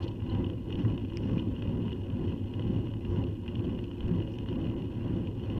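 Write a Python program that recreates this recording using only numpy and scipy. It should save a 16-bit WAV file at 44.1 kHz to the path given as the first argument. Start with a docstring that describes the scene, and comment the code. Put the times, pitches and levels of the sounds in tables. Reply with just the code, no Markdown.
"""On a tarmac lane, uphill: a bicycle is pedalled, heard from a camera clamped to the handlebar.
Road grain shakes frame, bar and tread as filtered noise that surges with each pedal stroke; lumps ring the frame.
Shaped low noise is wind buffeting the camera case; random taps and single blows make the mount chatter and tick.
Grit snaps as short scraping blows; noise gripped unevenly makes the clamp creak and squeak and the brake pad
brush the rim. A faint hiss lies under it all."""
import sys
import numpy as np
from scipy import signal
from scipy.fft import rfft, irfft, next_fast_len
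from scipy.io import wavfile
from scipy.ndimage import uniform_filter1d, map_coordinates

SR = 44100
rng = np.random.default_rng(int(sys.argv[2]) if len(sys.argv) > 2 else 0)


def master(y):
    """Save y as 16-bit WAV."""
    cut = np.clip(np.atleast_2d(y).T, -1, 1)
    pcm = np.round(cut * 32767)  # scale
    wavfile.write(sys.argv[1], SR, pcm.astype(np.int16))


N = 246519

# In every table of modes f is the rest pitch, width that of one resonance pass, level the relative strength.
# modes of frame and fork, the two deep ones first: (f/Hz, width/Hz, level/dB)
FRAME_MODES = [(147.2, 56, -1.5), (178.5, 33, 0.7), (235.2, 48, 0.4), (274.9, 30.3, -1.3),
               (342.7, 50.7, -1.5), (437, 148, -15), (533.6, 54, -16)]
# modes of the handlebar: (f/Hz, width/Hz, level/dB)
BAR_MODES = [(103.1, 20.5, 2), (83, 22, -10.5)]
# modes of the camera case, right at the microphone: (f/Hz, width/Hz, level/dB)
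CASE_MODES = [(1640, 800, -17.5), (2573, 347, -3), (2877, 216, 3.5), (3088, 564, -4.5), (3537, 310, -13),
              (4218, 380, -16), (5400, 1700, -26)]
# modes of the mount's dull knock: (f/Hz, width/Hz, level/dB)
MOUNT_MODES = [(960, 340, 7), (1540, 880, -3), (2004, 235, 0)]


def amp(db):
    """Decibels to gain."""
    return 10 ** (np.asarray(db) / 20)


def unit(x):
    """Scale to rms 1."""
    return x / np.sqrt(np.mean(x ** 2) + 1e-20)


def wobble(rate):
    """A smooth random curve, rate knots a second."""
    knots = rng.standard_normal(int(N * rate / SR) + 4)
    return map_coordinates(knots, [np.arange(N) * rate / SR])


def filtered(x, response):
    """x times a complex response of frequency."""
    m = next_fast_len(len(x) + SR // 10)
    return irfft(rfft(x, m) * response(np.fft.rfftfreq(m, 1 / SR)), m)[:len(x)]


def coloured(spectrum):
    """Noise of rms 1 shaped by (f/Hz, level/dB) rows."""
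    hz, db = np.transpose(spectrum)
    shape = lambda f: amp(np.interp(np.log(f + 1), np.log(hz), db))
    return unit(filtered(rng.standard_normal(N), shape))


def resonance(f, hz, width, order=2):
    """A resonance applied order times: soft onset, steep skirts."""
    return (1j * f * width / (hz * hz - f * f + 1j * f * width)) ** order


def ring(force, modes, spot_db=0.0, order=3):
    """Every contact lands on a new spot, so it drives each mode with a new strength and sign."""
    total = 0
    for hz, width, db in modes:
        sign = rng.choice([-1, 1], len(force))
        spot = sign * amp(spot_db * rng.standard_normal(len(force)))
        total = total + amp(db) * filtered(force * spot, lambda f: resonance(f, hz, width, order=order))
    return total


def shaken(modes, grip=1):
    """Each mode is driven by its own random force, scaled by grip; rms 1."""
    total = 0
    for hz, width, db in modes:
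        force = grip * rng.standard_normal(N)
        total = total + amp(db) * filtered(force, lambda f: resonance(f, hz, width))
    return unit(total)


def restless(modes, drift, patchy_db, rate):
    """Shaken modes that each drift in pitch (a share) and strength as the load shifts, rate knots a second; rms 1."""
    total = 0
    for hz, width, db in modes:
        strength = amp(db + patchy_db * wobble(rate)) * np.sqrt(width)
        clock = np.arange(N) + np.cumsum(drift * wobble(rate))
        mode = shaken([(hz, width, db)])
        total = total + strength * map_coordinates(mode, [clock], order=1, mode="mirror")
    return unit(total)


def steadied(x, seconds):
    """Even out swells slower than the given time; rms 1."""
    power = uniform_filter1d(x ** 2, max(int(seconds * SR), 1))
    return unit(x / np.sqrt(np.abs(power) + 0.034))


def contact(modes, length, scrape, damping=1, detune=0.014, spot_db=1.0):
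    """A blow and a scrape, down 60 dB after length s, ring a slightly detuned body; damping widens modes; peak 1."""
    t = np.arange(SR // 20) / SR
    force = scrape * rng.standard_normal(len(t)) * amp(-60 * t / length)
    force[0] += 1
    pitch = 1 + detune * rng.standard_normal()
    body = [(pitch * hz, damping * width, db) for hz, width, db in modes]
    sound = ring(force, body, spot_db=spot_db)
    return sound / np.abs(sound).max()


def add(track, s, sound):
    """Mix a sound into a track at time s."""
    part = track[max(round(s * SR), 0):][:len(sound)]
    part += sound[:len(part)]


def swells(rows):
    """Bell-shaped gains from (middle t/s, length/s, level/dB) rows."""
    t = np.arange(N) / SR
    return sum(amp(db) * np.exp(-(2 * (t - s) / length) ** 2) for s, length, db in rows)


def hiss():
    """The microphone's own faint hiss: steady noise that falls towards the treble."""
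    # shape of the hiss: (f/Hz, relative density/dB)
    hiss_shape = [(500, 5.5), (5000, -3.5), (7500, -6.5), (12000, -7.5), (15000, -10)]
    return amp(-72.5) * coloured(hiss_shape)


def wind(rumble_gain):
    """Eddies push on the camera case, harder as it swings into each stroke and in gusts."""
    # shape of the buffeting: (f/Hz, relative density/dB)
    buffet_shape = [(10, -14), (25, -19), (40, -9.5), (55, -2.5), (70, -4.5), (100, -7), (200, -35.5),
                    (600, -70.5), (2000, -120)]
    # stronger gusts: (middle t/s, length/s, level/dB added to the buffeting)
    gust_rows = [(0.39, 0.04, -48), (1.18, 0.038, -41), (1.49, 0.07, -45), (3.11, 0.037, -38),
                 (4.05, 0.1, -40)]
    base_db, follows, lead_s = -42, 0.59, 0.019  # follows: dB gained per dB of rumble; lead_s: runs ahead
    t = np.arange(N) / SR
    swing = np.interp(t + lead_s, t, rumble_gain / rumble_gain.mean())
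    gain = amp(base_db) * swing ** follows + swells(gust_rows)
    return gain * steadied(coloured(buffet_shape), seconds=0.15)


def friction(squeak_width_hz=260):
    """Surfaces that stick and let go: the clamp creaks and squeaks, the brake pad swishes on the rim."""
    # creaks of the clamp: (middle t/s, length/s, level/dB)
    creak_rows = [(0.035, 0.028, -51.5), (0.083, 0.011, -49)]
    # squeaks of the clamp: (middle t/s, length/s, level/dB, f/Hz)
    squeak_rows = [(0.301, 0.01, -54.5, 4080), (0.317, 0.047, -52, 2920), (0.329, 0.012, -64, 4240)]
    # the brake pad brushes the rim: (middle t/s, length/s, level/dB)
    rub_rows = [(0.82, 0.13, -80), (1.28, 0.21, -76.5), (3.12, 0.15, -77), (4.335, 0.038, -70.5)]
    # modes of the clamp: (f/Hz, width/Hz, level/dB)
    clamp_modes = [(3060, 790, 6), (4260, 420, 1), (5260, 1600, -13.5)]
    # mode of the rim: (f/Hz, width/Hz, level/dB)
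    rim_modes = [(5380, 1300, 0)]
    slips = amp(2.3 * wobble(400))
    creaks = swells(creak_rows) * steadied(shaken(clamp_modes, grip=slips), seconds=0.047)
    squeaks = 0
    for *row, hz in squeak_rows:
        tone = steadied(shaken([(hz, squeak_width_hz, 0)], grip=slips), seconds=0.025)
        squeaks = squeaks + swells([row]) * tone
    swishes = swells(rub_rows) * shaken(rim_modes, grip=slips)
    return creaks + squeaks + swishes


def grit():
    """Small stones flung by the tyre snap and scrape against the bicycle; each also jolts the case."""
    # stones: (t/s, snap peak level/dB, scrape length/s, case ring peak level/dB, damping: factor on snap widths)
    stone_rows = [(0.349, -52, .004, -43, 1.6), (1.1713, -29.5, 0.001, -51, 0.98),
                  (3.8403, -49, 0.0058, -41, 1.6), (4.081, -52, 0.006, -47, 2),
                  (4.386, -46, 0.0065, -47, 2.1)]
    # modes that a stone rings: (f/Hz, width/Hz, level/dB)
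    snap_modes = [(1390, 740, -1), (2280, 1400, 5), (2780, 1300, 7.5), (4300, 1000, -8), (5160, 1200, 7.5),
                  (6200, 800, -8), (8350, 3000, -17)]
    track = np.zeros(N)
    for s, db, length, jolt_db, damping in stone_rows:
        snap = contact(snap_modes, length, scrape=0.19, damping=damping, detune=0.004, spot_db=2.0)
        add(track, s, amp(db) * snap)
        add(track, s, amp(jolt_db) * contact(CASE_MODES, length, scrape=0.42))
    return track


def ticks(ring_db=2.5, focus_hz=2850, focus_width_hz=1900, focus_scatter=0.05):
    """Harder jolts knock the mount against its clamp: a case ring of varying pitch over a duller knock."""
    # knocks: (t/s, case ring level/dB before ring_db and the focus filter, dull knock peak level/dB)
    tick_rows = [(0.2207, -53, -45), (0.443, -40, -57), (0.4637, -43, -54), (0.499, -42.5, -44),
                 (0.704, -45.5, -44), (0.7247, -38, -56), (0.754, -41, -53), (0.849, -56, -39),
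                 (0.9772, -41.5, -43), (1.048, -47.5, -51), (1.1, -47.5, -51), (1.121, -62, -43.5),
                 (1.18, -55, -57), (1.233, -47, -54), (1.295, -48.5, -48), (1.359, -48, -50),
                 (1.379, -41, -52), (1.389, -43.5, -56), (1.395, -37.5, -52), (1.562, -46, -49),
                 (1.6221, -41, -41.5), (1.673, -48, -48), (1.8795, -45.5, -42), (1.905, -45, -54),
                 (1.9182, -45, -45), (1.927, -42, -50), (2.1, -46, -63), (2.277, -47, -52),
                 (2.322, -48.5, -45), (2.5366, -43, -48), (2.5937, -42.5, -43), (2.622, -44.5, -53),
                 (2.87, -47.5, -46), (2.937, -46, -44.5), (3.0485, -44.5, -47), (3.238, -44.5, -55),
                 (3.4613, -49, -45), (3.479, -37.5, -45), (3.4856, -46.5, -46), (3.553, -41, -62),
                 (3.592, -45.5, -62), (3.788, -43, -44), (3.9125, -46, -47.5), (4.0055, -39, -44),
                 (4.028, -47, -54), (4.202, -46, -44), (4.2217, -46.5, -48), (4.274, -47, -49),
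                 (4.385, -45, -59), (4.46, -54, -45), (4.486, -42, -45), (4.527, -44, -59),
                 (4.557, -48, -47), (4.641, -48, -55), (4.697, -45.5, -55), (4.82, -47, -54),
                 (5.271, -43.5, -54), (5.4988, -44, -52), (5.568, -54, -51)]
    track = np.zeros(N)
    for s, db, dull_db in tick_rows:
        hz = focus_hz * (1 + focus_scatter * rng.standard_normal())
        blow = contact(CASE_MODES, length=0.0071, scrape=0.13)
        tick = filtered(blow, lambda f: resonance(f, hz, focus_width_hz, order=1))
        add(track, s, amp(db + ring_db) * tick)
        add(track, s, amp(dull_db) * contact(MOUNT_MODES, length=0.01, scrape=0.062))
    return track


def chatter(tread_gain, rate=420, spread_db=1.0, clump_db=1.0, drift=0.0081):
    """Tiny uneven contacts, rate a second, ring the case and knock the mount, stronger with each stroke."""
    # the case's rattle over time: (t/s, level/dB before a 4 dB cut and the swing of the strokes)
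    rattle_curve = [(0, -55), (0.599, -58.5), (0.8, -55), (1.3, -55.5), (2.4, -56), (2.75, -55.5),
                    (3.35, -58), (3.65, -55.5), (3.92, -57), (4.15, -56), (4.6, -55), (5.0, -57),
                    (5.59, -56)]
    follows, mount_db = 0.32, -8  # case: dB gained per dB of tread gain; mount: dB relative to tread gain
    rattle_db = np.interp(np.arange(N) / SR, *np.transpose(rattle_curve))
    tap_db = spread_db * rng.standard_normal(N) + clump_db * wobble(45)
    taps = (rng.random(N) < rate / SR) * amp(np.clip(tap_db, None, 7.5))
    # the case's pitch wanders as the clamp shifts
    clock = np.arange(N) + np.cumsum(drift * np.diff(wobble(35), prepend=0)) * SR / 35
    case = map_coordinates(ring(taps, CASE_MODES, spot_db=2.0), [clock], mode="mirror")
    case = steadied(case, seconds=0.08)
    mount = steadied(ring(taps, MOUNT_MODES, spot_db=2.5), seconds=0.07)
    swing = tread_gain / tread_gain.mean()
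    return amp(rattle_db - 4.0) * swing ** follows * case + amp(mount_db) * tread_gain * mount


def bumps(focus=0.24):
    """Lumps in the road thump frame and bar; the sharper the edge, the higher the modes it reaches."""
    # lumps: (t/s, peak level/dB, f/Hz the thump centres on)
    lump_rows = [(0.061, -36, 524), (0.214, -28.5, 105), (0.281, -33, 353), (0.437, -25.5, 164.7),
                 (0.533, -40, 514), (0.696, -36, 460), (0.825, -23, 110), (0.862, -26.5, 332),
                 (1.030, -27, 248), (1.268, -31, 151), (1.331, -36.5, 168), (1.469, -24.5, 269),
                 (1.537, -42, 495), (2.396, -29, 247), (2.593, -36, 483), (2.663, -27.5, 230),
                 (2.695, -25, 192), (3.038, -35.5, 199), (3.558, -28.5, 110.7), (3.668, -27, 343),
                 (4.105, -23.5, 170), (4.137, -39, 233), (4.547, -32, 223), (5.503, -31.5, 232),
                 (5.557, -33.5, 480)]
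    track, blow = np.zeros(N), signal.unit_impulse(SR // 6)
    for s, db, hz in lump_rows:
        body = ring(blow, BAR_MODES + FRAME_MODES, order=1)
        thump = filtered(body, lambda f: resonance(f, hz, focus * hz))
        add(track, s, amp(db) * thump / np.abs(thump).max())
    return track


def pedalling():
    """Each stroke swells rumble, tread noise and hum above their coasting levels; three gains over time."""
    # strokes: (middle t/s, length/s, then the swell of each gain: rumble level/dB, tread level/dB, hum level/dB);
    # middle and length are the rumble's
    stroke_rows = [(-0.05, 0.27, -44.5, -52, -36.5), (0.401, 0.21, -34, -54, -35),
                   (0.857, 0.24, -33.5, -56, -39), (1.323, 0.25, -32.5, -55.5, -35.5),
                   (1.77, 0.3, -35, -58, -37.5), (2.242, 0.24, -35.5, -58, -37),
                   (2.728, 0.31, -36.5, -58.5, -34.5), (3.19, 0.19, -34.5, -55.5, -33),
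                   (3.674, 0.28, -37, -59.5, -40.5), (4.145, 0.2, -35, -56, -35.5),
                   (4.648, 0.4, -37, -58, -40), (5.145, 0.24, -35.5, -56.5, -38),
                   (5.62, 0.28, -37.5, -56, -34)]
    coast_rumble_db, coast_tread_db, coast_hum_db = -41.5, -64, -50  # as the cranks pass dead centre
    tread_spread, hum_spread, tread_lead_s = 1.12, 1.57, 0.021  # spreads in stroke lengths; the tread is early
    s, length, rumble_db, tread_db, hum_db = np.transpose(stroke_rows)
    rumble = amp(coast_rumble_db) + swells(zip(s, length, rumble_db))
    tread = amp(coast_tread_db) + swells(zip(s - tread_lead_s, tread_spread * length, tread_db))
    hum = amp(coast_hum_db) + swells(zip(s, hum_spread * length, hum_db))
    return rumble, tread, hum


def rolling(rumble_gain, tread_gain, hum_gain, deep_db=-5, upper_db=-2, count=2):
    """Every stroke presses the tyre harder on the road grain, shaking frame, bar and tread; count modes are deep."""
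    # modes of the tread on tarmac: (f/Hz, width/Hz, level/dB)
    tread_modes = [(684, 270, -4), (813, 134, 0.5), (966, 80, 3.5), (1078, 135, -2.5), (1525, 670, -11),
                   (2010, 90, -12)]
    # the tread whirrs on a ribbed patch: (middle t/s, length/s, level/dB)
    whirr_rows = [(0.34, 0.12, -51.5)]
    # modes of the whirr: (f/Hz, width/Hz, level/dB)
    whirr_modes = [(800, 22, 9), (978, 62, 3), (1030, 45, 1)]
    deep_follows, upper_follows = 1.26, 0.73  # dB gained per dB of rumble
    patches = wobble(70)  # uneven patches of tarmac, felt by tread and frame alike
    swing = rumble_gain / rumble_gain.mean()

    deep = steadied(shaken(FRAME_MODES[:count]) * amp(2.8 * patches), seconds=0.13)
    deep = amp(deep_db) * swing ** deep_follows * deep
    upper = restless(FRAME_MODES[count:], drift=0.018, patchy_db=1.3, rate=11)
    upper = steadied(upper * amp(0.59 * patches), seconds=0.1)
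    upper = amp(upper_db) * swing ** upper_follows * upper
    frame = rumble_gain.mean() * (deep + upper)

    bar = hum_gain * steadied(restless(BAR_MODES, drift=0.035, patchy_db=1.5, rate=7), seconds=0.18)
    grain = amp(0.82 * patches + 0.55 * wobble(220))
    tread = unit(restless(tread_modes, drift=0.008, patchy_db=2.0, rate=18) * grain)
    tread = amp(-0.83) * tread_gain * tread
    whirr = swells(whirr_rows) * steadied(shaken(whirr_modes), seconds=0.074)
    return frame + bar + tread + whirr


def scene():
    """The pedalling drives rolling, wind and chatter; everything reaches one microphone, over its faint hiss."""
    rumble, tread, hum = pedalling()
    background = hiss() + wind(rumble) + friction()
    knocks = grit() + ticks() + chatter(tread)
    road = bumps() + rolling(rumble, tread, hum)
    return (background + knocks + road)[None]


def record(dry):
    """The excerpt's edges are faded for an instant so the cuts do not click; nothing passes above top_hz."""
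    top_hz = 15250
    edges = signal.windows.tukey(N, .002)
    return np.array([filtered(channel * edges, lambda f: f < top_hz) for channel in dry])


dry = scene()
out = record(dry)
master(out)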